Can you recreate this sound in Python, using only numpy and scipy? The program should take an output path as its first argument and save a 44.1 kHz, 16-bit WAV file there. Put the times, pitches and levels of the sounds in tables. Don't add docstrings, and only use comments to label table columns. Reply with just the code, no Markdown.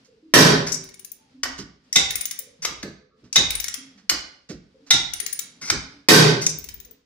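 import sys
import numpy as np
from scipy import signal
from scipy.fft import rfft, irfft, next_fast_len
from scipy.io import wavfile
from scipy.ndimage import uniform_filter1d

SR = 44100
rng = np.random.default_rng(int(sys.argv[2]) if len(sys.argv) > 2 else 0)


def materialize(psi):
    bounded = np.clip(np.atleast_2d(psi).T, -1, 1)
    quanta = np.round(bounded * 32767).astype(np.int16)
    wavfile.write(sys.argv[1], SR, quanta)


def level_to_linear(level):
    exponent = np.asarray(level, float) / 20
    return 10 ** exponent


N = 310905

SPAN = 16384
HZ = np.fft.rfftfreq(SPAN, 1 / SR) + 1

# (frequency [Hz], width [Hz], level [dB])
CAR_MODES = [(127.5, 5.3, -3), (155.3, 13, -1.5), (191, 9, -10.5), (219, 9, -6.5), (252.5, 18, -2.5),
             (340, 9, -2), (388, 12, -3), (417, 8.6, -3), (1516, 27, -3), (1557, 22, -2.5), (3800, 80, -9),
             (4530, 53, -3), (4714, 60, 1.5), (5750, 80, -4)]
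# (frequency [Hz], width [Hz], level [dB])
SLACK_MODES = [(1470, 84, -20), (2053, 34, -8.5), (2540, 46, -11.5), (2880, 30, -14), (3680, 21, -8),
               (3742, 82, 1.5), (5000, 43, -15.5), (5640, 47, -8.5), (5800, 54, -6.5), (6400, 49, -9.5),
               (7100, 77, -17), (9050, 23, -16.5), (10600, 44, -18.5), (12600, 40, -22)]
# (frequency [Hz], width [Hz], level [dB])
LOAD_MODES = [(1158, 33, -3), (1480, 55, -3), (2060, 64, -6), (2980, 73, -7), (4430, 70, -6),
              (4850, 47, -3), (5330, 28, 1), (5430, 25, -3.5), (5800, 45, -5.5), (7500, 64, -14),
              (8170, 58, -7), (9650, 27, -11), (11400, 17, -13.5), (13510, 18, -14)]
# (frequency [Hz], width [Hz], level [dB])
LAST_LOAD_MODES = [(1460, 78, -12), (2130, 68, -6), (2610, 32, -15), (3780, 50, -14), (4400, 27, -1.5),
                   (4700, 35, -4.5), (5120, 45, 1.5), (5850, 34, 5.5), (6330, 100, -2), (8100, 36, -5.5),
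                   (9750, 40, -9.5), (11400, 60, -21.5), (13350, 30, -18.5), (15200, 40, -25.5)]
# (frequency [Hz], level [dB])
SLACK_TONE = [(180, -41), (300, -21), (1730, -15.5), (2050, -8.5), (3220, -16), (3620, -13.5), (4200, -11),
              (5680, 1.5), (10800, -20.5), (13500, -31), (16300, -75.5)]
# (frequency [Hz], level [dB])
LOAD_TONE = [(180, -30), (300, -15), (800, -17.5), (1490, -10), (3400, -15), (5400, -7), (7000, -13.5),
             (9000, -28.5), (13500, -44.5), (16300, -54.5)]
# (frequency [Hz], t60 [s], left-right likeness [0-1], build-up [ms], echo level [dB])
GARAGE = [(30.4, 0.93, 0.4, 27, -3.5), (149, 0.61, 1, 13, 6), (283, 0.54, 1, 22, 2), (640, 0.57, 0, 2.9, 5),
          (1481, 0.51, 0.04, 3.5, 3.5), (4040, 0.49, 0.08, 0.8, 1), (8700, 0.28, 0.3, 0.65, -5),
          (15100, 0.094, 0.2, 3, -9)]


def at_hz(points, hz, axis=1):
    points = np.array(points)
    return np.interp(np.log(hz), np.log(points[:, 0]), points[:, axis])


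def causal(level_db):
    cepstrum = irfft(level_db * np.log(10) / 20, SPAN)
    cepstrum[1:SPAN // 2] *= 2
    cepstrum[SPAN // 2 + 1:] = 0
    return np.exp(rfft(cepstrum))


def resonances(modes):
    hz, width, _ = np.transpose(modes)[:, :, None]
    width = np.clip(width, 4, 900)
    return 1j * width * HZ / (hz ** 2 - HZ ** 2 + 1j * width * HZ)


def add(track, s, sound):
    i = round(s * SR)
    track[:, i:i + SPAN] += sound[:, :N - i]


def contacts(rows, touch, tone, modes, ring_db, level_db, treble_db, tilt=0.17, pivot_hz=4000,
             swell=0.77, uneven_db=3.0, lag=3):
    out = np.zeros((2, N))
    t = np.arange(SPAN) / SR
    fade = np.minimum(1, 8 * (1 - np.arange(SPAN) / SPAN))
    shapes = resonances(modes)
    mode_db = np.array(modes)[:, 2]
    mode_energy = np.sum(abs(shapes) ** 2, axis=1)
    pan_db, length_ms, share = touch
    u = 1000 * t / max(length_ms, .3)
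    touch_shape = u ** np.clip(swell, .3, 4) * np.exp(-2 * u)
    octaves = np.log2(np.clip(HZ / pivot_hz, .25, 4))
    crack_power = level_to_linear(at_hz(tone, HZ)) ** 2
    for s, peak_db, own_treble_db in rows:
        chatter = rfft(rng.standard_normal(SPAN) * touch_shape)
        power = abs(chatter) ** 2
        grip = np.sqrt(abs(shapes) ** 2 @ power / mode_energy / power.mean())
        uneven = uneven_db * rng.standard_normal(len(modes))
        strength = share * level_to_linear(mode_db + ring_db + uneven) / grip
        ring_power = strength ** 2 @ abs(shapes) ** 2
        body_db = 10 * np.log10(crack_power + ring_power)
        hardness_db = tilt * (own_treble_db - treble_db) * octaves
        sound = irfft(chatter * causal(hardness_db + body_db), SPAN) * fade
        peak = np.sqrt(uniform_filter1d(sound ** 2, size=176).max())
        sound *= level_to_linear(peak_db + level_db) / peak
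        ports = np.stack([sound, np.roll(sound, lag)])
        add(out, s, ports * level_to_linear(np.array([[pan_db / 2], [-pan_db / 2]])))
    return out


def part_lets_go():
    # (time [s], peak level [dB], treble against peak [dB])
    releases = [
        (.338, 3, -11),
        (6.086, 3, -10),
    ]
    # (frequency [Hz], level [dB])
    bang_tone = [(24, -54), (40, -18), (96, -28.5), (140, -13.5), (404, -9), (720, -17), (1530, -14.5),
                 (2660, -16), (4700, -9), (6000, -9), (7600, -14), (14500, -17.5), (15600, -45)]
    grind_lag_s, grind_db = .003, -11.5
    grinds = [(s + grind_lag_s, db + grind_db, treble_db) for s, db, treble_db in releases]
    crack = contacts(releases, (-1.4, 6, 0.14), bang_tone, CAR_MODES,
                     ring_db=1.5, level_db=-0.5, treble_db=-5.5, tilt=0.51, swell=0.23)
    grind = contacts(grinds, (5.1, 59.2, 0.92), bang_tone, CAR_MODES,
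                     ring_db=-1.0, level_db=-3, treble_db=-10, tilt=0.41)
    return crack + grind


def handle_takes_load():
    # (time [s], peak level [dB], treble against peak [dB])
    full = [
        (1.4317, -12.5, -1.5),
        (1.4528, -26, -36),
        (4.0933, -6, 3),
        (4.1129, -22.5, -30),
    ]
    light = [
        (2.6476, -13, -9.5),
        (2.827, -25.5, -12.5),
    ]
    last = [
        (5.699, -7.5, -7.5),
    ]
    # (frequency [Hz], width [Hz], level [dB])
    light_modes = [(1190, 30, -4.5), (1743, 40, -5), (2040, 36, -1.5), (3930, 45, -1), (4420, 60, -3.5),
                   (5700, 46, 1), (6200, 40, -4), (8100, 40, 0), (9800, 37, -12), (11000, 25, -21),
                   (11600, 30, -16), (13320, 18, -13)]
    touch = (2.4, 5.36, 0.52)
    clank = contacts(full, touch, LOAD_TONE, LOAD_MODES,
                     ring_db=5.0, level_db=-4.5, treble_db=-10.5, tilt=0.28, swell=1.44)
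    light_clank = contacts(light, touch, LOAD_TONE, light_modes,
                           ring_db=1, level_db=-4.0, treble_db=-17, tilt=0.18, swell=1.45)
    bite = contacts(last, (2, 3.6, 0.49), LOAD_TONE, LAST_LOAD_MODES,
                    ring_db=5.5, level_db=-3.5, treble_db=-11.5, tilt=0.22, swell=1.7)
    return clank + light_clank + bite


def handle_drops_slack():
    # (time [s], peak level [dB], treble against peak [dB])
    knocks = [
        (1.9555, -6, -19.5),
        (3.3555, -6, -21),
        (4.9035, -6, -19.5),
    ]
    taps = [
        (1.9275, -12.5, -1),
        (1.9954, -16.5, -14.5),
        (3.3273, -18, -5.5),
        (4.9399, -14, -20.5),
    ]
    knock = contacts(knocks, (0.99, 4.6, 0.99), SLACK_TONE, SLACK_MODES,
                     ring_db=8, level_db=0.0, treble_db=-18, tilt=0.36, swell=2.63)
    tap = contacts(taps, (5.3, 3.1, 0.38), SLACK_TONE, SLACK_MODES,
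                   ring_db=-4.0, level_db=-4.5, treble_db=-27.0)
    return knock + tap


def handle_recoils():
    # (time [s], peak level [dB], treble against peak [dB])
    rebounds = [
        (.7188, -19.5, 2),
        (.741, -20.5, 8),
        (6.49, -24, -1),
    ]
    snaps = [
        (6.4625, -7, -8),
    ]
    # (frequency [Hz], level [dB])
    recoil_tone = [(880, -53), (1500, -17), (1720, -34), (2210, -7), (3470, -24), (5710, 8.5),
                   (12700, -21.5), (14400, -38), (16300, -105)]
    rebound = contacts(rebounds, (17, 14, 0.17), recoil_tone, SLACK_MODES,
                       ring_db=9.0, level_db=-5.5, treble_db=-22)
    snap = contacts(snaps, (2.7, 4, 0.5), recoil_tone, SLACK_MODES,
                    ring_db=5.5, level_db=-3.0, treble_db=-15.5, swell=2.1)
    return rebound + snap


def handle_drags():
    # (time [s], peak level [dB], treble against peak [dB])
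    drags = [
        (5.612, -30, -39.5),
        (5.648, -30, -32.5),
        (5.672, -26.5, -39.5),
        (.664, -21.5, -29),
        (6.412, -21, -17),
        (2.62, -25.5, -28.5),
    ]
    return contacts(drags, (1.4, 32, .4), SLACK_TONE, LAST_LOAD_MODES[:10],
                    ring_db=11.5, level_db=-3.0, treble_db=-24, swell=0.78)


def pawl_ticks():
    # (time [s], peak level [dB], treble against peak [dB])
    ticks = [(.8383, -35, -11), (.8885, -38.5, -16), (.9404, -37, -16), (.9939, -33, -12.5),
             (1.0466, -27.5, -6), (1.1165, -25, -1), (2.1065, -16, -15.5), (2.155, -13.5, -12.5),
             (2.2093, -17, -13.5), (2.2541, -14.5, -4.5), (2.3105, -18.5, -10), (2.389, -16, -5.5),
             (3.5044, -15, -14), (3.552, -15, -14.5), (3.5997, -16.5, -13.5), (3.6415, -17, -17),
             (3.682, -17.5, -14.5), (3.7404, -18, -14), (5.135, -17.5, -15.5), (5.2003, -15.5, -15.5),
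             (5.2627, -16, -12.5), (5.3269, -16, -5), (5.3908, -15, -7.5)]
    free_ticks = [
        (6.5847, -29, 0),
        (6.6408, -33, -5.5),
        (6.6872, -33.5, -9),
        (6.7396, -31.5, 5),
        (6.7999, -35.5, -9),
        (6.8478, -43.5, -10),
        (6.9089, -41, -8),
    ]
    # (frequency [Hz], level [dB])
    pawl_tone = [(800, -33), (2000, -14.5), (4000, -13.5), (6500, -1.5), (8300, -14.5), (9600, -29),
                 (11300, -20), (13000, -26.5), (15300, -22.5), (16400, -26)]
    # (frequency [Hz], width [Hz], level [dB])
    pawl_modes = [(2160, 150, -16.5), (3820, 140, -15), (5730, 200, -13.5), (7260, 150, -11.5),
                  (9510, 154, 3.5), (9550, 59, -6), (10000, 85, -7), (11060, 81, -22), (11260, 100, -6),
                  (14700, 90, 0), (15420, 70, -2.5), (15700, 70, -4.5)]
    free_modes = [(3860, 170, -18), (6300, 190, -21), (9460, 170, -8), (11070, 200, -8.5),
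                  (12940, 310, -10), (14500, 81, -7), (15060, 89, 12), (15500, 90, -4)]
    touch = (13.36, 4.56, 0.85)
    tick = contacts(ticks, touch, pawl_tone, pawl_modes, ring_db=6, level_db=-8.0, treble_db=-10.0,
                    tilt=0.62, pivot_hz=9600, swell=0.55, uneven_db=4.5, lag=2)
    free_tick = contacts(free_ticks, touch, pawl_tone, free_modes, ring_db=6.5, level_db=-2.0, treble_db=-7,
                         tilt=0.46, pivot_hz=9700, uneven_db=9.0, lag=2)
    return tick + free_tick


def puller_shifts():
    # (time [s], peak level [dB], treble against peak [dB])
    shifts = [
        (.0425, -53, -1),
        (1.5785, -30.5, -11),
        (1.8354, -66, -5),
        (3.2384, -54.5, -24),
        (3.9742, -50, -25),
        (4.4887, -35.5, -13),
        (4.8644, -46.5, -14),
    ]
    return contacts(shifts, (-7.5, 29, 0.32), LOAD_TONE, LOAD_MODES[:9],
                    ring_db=1, level_db=-5, treble_db=-18, tilt=.25)


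def car_thuds():
    # (time [s], peak level [dB], treble against peak [dB])
    thuds = [(1.583, -29, -11.5), (1.956, -24, -16.5), (2.699, -38.5, -4), (2.829, -25.5, 12),
             (2.873, -41.5, -27), (3.228, -42.5, -19.5), (3.368, -22, -10), (4.111, -34, -6),
             (4.492, -25.5, 1.5), (4.533, -47.5, -31.5), (4.921, -25.5, -42), (5.616, -39.5, -31.5),
             (5.711, -26, -14.5)]
    # (frequency [Hz], level [dB])
    thud_tone = [(24, -30), (40, -23.5), (140, 2), (209, 2.5), (357, 1), (570, -11.5), (700, -21.5),
                 (900, -34.5), (1170, -52.5), (1980, -120)]
    return contacts(thuds, (-2.2, 45, 1), thud_tone, CAR_MODES[:8],
                    ring_db=0.0, level_db=-4.5, treble_db=-4.5, tilt=0.2, pivot_hz=248)


def bumps(rows, swell_ms, t60, level_db, pitch_spread):
    out = np.zeros((2, N))
    t = np.arange(SPAN) / SR
    swell = 1 - np.exp(-1000 * t / max(swell_ms, 1))
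    decay = level_to_linear(-60 * t / max(t60, .02))
    shape = swell * decay * (1 - t / t[-1])
    for s, peak_db, hz in rows:
        detune, phase = rng.standard_normal((2, 3, 1))
        pitch = hz * (1 + pitch_spread * detune * [[0], [1], [1]])
        partials = np.array([[1], [.6], [.6]]) * np.sin(2 * np.pi * pitch * t + 2 * phase)
        sound = level_to_linear(peak_db + level_db) * partials.sum(axis=0) * shape / shape.max()
        add(out, s, np.tile(sound, (2, 1)))
    return out


def soft_bumps():
    # (time [s], peak level [dB], pitch [Hz])
    knocks = [(.075, -48.5, 453), (.127, -58, 423), (.227, -41.5, 314), (.297, -51, 300),
              (1.338, -41.5, 273), (1.449, -34, 257), (1.829, -65, 277), (2.396, -49.5, 516),
              (2.469, -46.5, 489), (2.59, -43, 168), (2.975, -53, 497), (3.105, -62, 1226),
              (1.19, -58, 880), (3.136, -55.5, 448), (3.777, -40.5, 266), (3.95, -49, 209),
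              (4.743, -47.5, 450), (4.801, -42, 264), (5.211, -45, 417), (5.933, -47, 282),
              (6.861, -50, 488)]
    return bumps(knocks, swell_ms=10, t60=0.21, level_db=-8.5, pitch_spread=0.089)


def panel_hums():
    # (time [s], peak level [dB], pitch [Hz])
    hums = [
        (.7, -40.5, 385),
        (1.0, -54, 385),
        (6.45, -43.5, 391.7),
        (6.75, -56, 390),
    ]
    return bumps(hums, swell_ms=23, t60=1, level_db=-8.5, pitch_spread=0.0141)


def stereo_noise(count, level_db):
    hz = np.fft.rfftfreq(count, 1 / SR) + 1
    alike = np.clip(at_hz(GARAGE, hz, axis=2), 0, 1)
    mid, side = rfft(rng.standard_normal((2, count))) * level_to_linear(level_db(hz))
    mid = np.sqrt(1 + alike) * mid
    side = np.sqrt(1 - alike) * side
    return irfft([mid + side, mid - side], count)


def garage_echo():
    t = np.arange(SR) / SR
    out = 0
    for centre in 25 * 2 ** np.arange(0, 9.6, .5):
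        band = stereo_noise(SR, lambda hz: -6 * (4 * np.log2(hz / centre)) ** 2 / 2)
        build_up = 1 - np.exp(-1000 * t / max(at_hz(GARAGE, centre, axis=3), .5))
        shape = build_up * level_to_linear(-60 * t / at_hz(GARAGE, centre))
        level = level_to_linear(at_hz(GARAGE, centre, axis=4))
        out = out + level * band * shape / np.sqrt(np.sum(shape ** 2))
    return out


def rms_one(x):
    return x / np.sqrt(np.mean(x ** 2) + 1e-20)


def flicker(rate, depth_db):
    steps = rng.standard_normal(400)
    return level_to_linear(depth_db * np.interp(np.arange(N) / SR * rate, np.arange(400), steps))


def sleeves_and_hush():
    # (time [s], level [dB])
    loudness = [(0, -58), (.1, -68), (1.35, -63.5), (1.78, -71.5), (1.9, -59.5), (2.6, -63), (3.1, -85),
                (3.2, -65), (3.9, -59), (4.4, -69), (5.95, -54), (6.08, -69), (6.95, -61), (7.05, -72.5)]
    # (frequency [Hz], level [dB])
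    rustle_tone = [(59, -44.5), (100, -7.5), (270, 1), (353, -13.5), (452, -8.5), (791, -17), (4220, -18),
                   (4780, -16.5), (12400, -45.5), (14000, -58.5)]
    noise = stereo_noise(next_fast_len(N), lambda hz: at_hz(rustle_tone, hz))
    level_db = np.interp(np.arange(N) / SR, *np.transpose(loudness))
    return rms_one(noise)[:, :N] * flicker(22, depth_db=1.5) * level_to_linear(level_db)


def shaking():
    # (time [s], level [dB], held [s])
    jolts = [(.34, -35.5, .08), (1.409, -43, 0.19), (1.95, -37.5, 0.14), (2.6, -44.5, 0.25),
             (3.37, -32.5, 0.17), (4.09, -39.5, 0.043), (4.499, -45, 0.038), (4.9, -39.5, 0.21),
             (5.68, -33.5, 0.068), (6.09, -48, .1), (6.3, -42.5, 0.44)]
    rise_db_per_s, fall_db_per_s, still_db = 397.5, 133.5, -68.5
    t = np.arange(N) / SR
    s, db, held = np.transpose(jolts)[:, :, None]
    top = s + .04
    rise_db = rise_db_per_s * np.maximum(top - t, 0)
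    fall_db = fall_db_per_s * np.maximum(t - top - held, 0)
    level_db = db - rise_db - fall_db
    return level_to_linear(np.maximum(level_db.max(axis=0), still_db) - 9.0)


def car_rumbles():
    # (frequency [Hz], level [dB])
    rumble_tone = [(12, -36.5), (20, -17.5), (48, -5.5), (64, 0), (86, -8.5), (110, -12), (140, -21.5),
                   (240, -120)]
    noise = stereo_noise(next_fast_len(N), lambda hz: at_hz(rumble_tone, hz) - 40 * (hz > 120))
    return rms_one(noise)[:, :N] * shaking()


def scene():
    bang = part_lets_go()
    load = handle_takes_load() + puller_shifts()
    slack = handle_drops_slack()
    recoil = handle_recoils() + handle_drags()
    pawl = pawl_ticks()
    thud = car_thuds()
    soft = soft_bumps() + panel_hums()
    sent = level_to_linear(5.5) * bang + level_to_linear(-7.0) * load + level_to_linear(-3.5) * slack + level_to_linear(-9.5) * recoil
    sent = sent + level_to_linear(-7.5) * pawl + level_to_linear(-17.0) * thud + level_to_linear(-5) * soft
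    wet = signal.fftconvolve(sent[:1], garage_echo(), axes=1)[:, :N]
    wet = wet * level_to_linear(np.array([[-1.2], [1.2]]))
    direct = bang + load + slack + recoil + pawl + thud + soft
    return direct + wet + sleeves_and_hush() + car_rumbles()


def band_limit(x):
    return signal.sosfilt(signal.butter(12, 16420, fs=SR, output="sos"), x)


def record(dry):
    ceiling_db, release_db_per_s = -8, 59.5
    power = uniform_filter1d(np.mean(dry ** 2, axis=0), size=400)
    level_db = 10 * np.log10(power + 1e-12)
    ramp = release_db_per_s * np.arange(N) / SR
    over_db = np.maximum.accumulate(np.maximum(level_db - ceiling_db, 0) + ramp) - ramp
    limited = dry * level_to_linear(-uniform_filter1d(over_db, size=300, origin=-100))
    top_cut = signal.cheby2(10, 50, 16500, fs=SR, output="sos")
    cut = signal.sosfilt(top_cut, limited)
    return band_limit(np.clip(cut, -1, 1))


dry = scene()
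out = record(dry)
materialize(out)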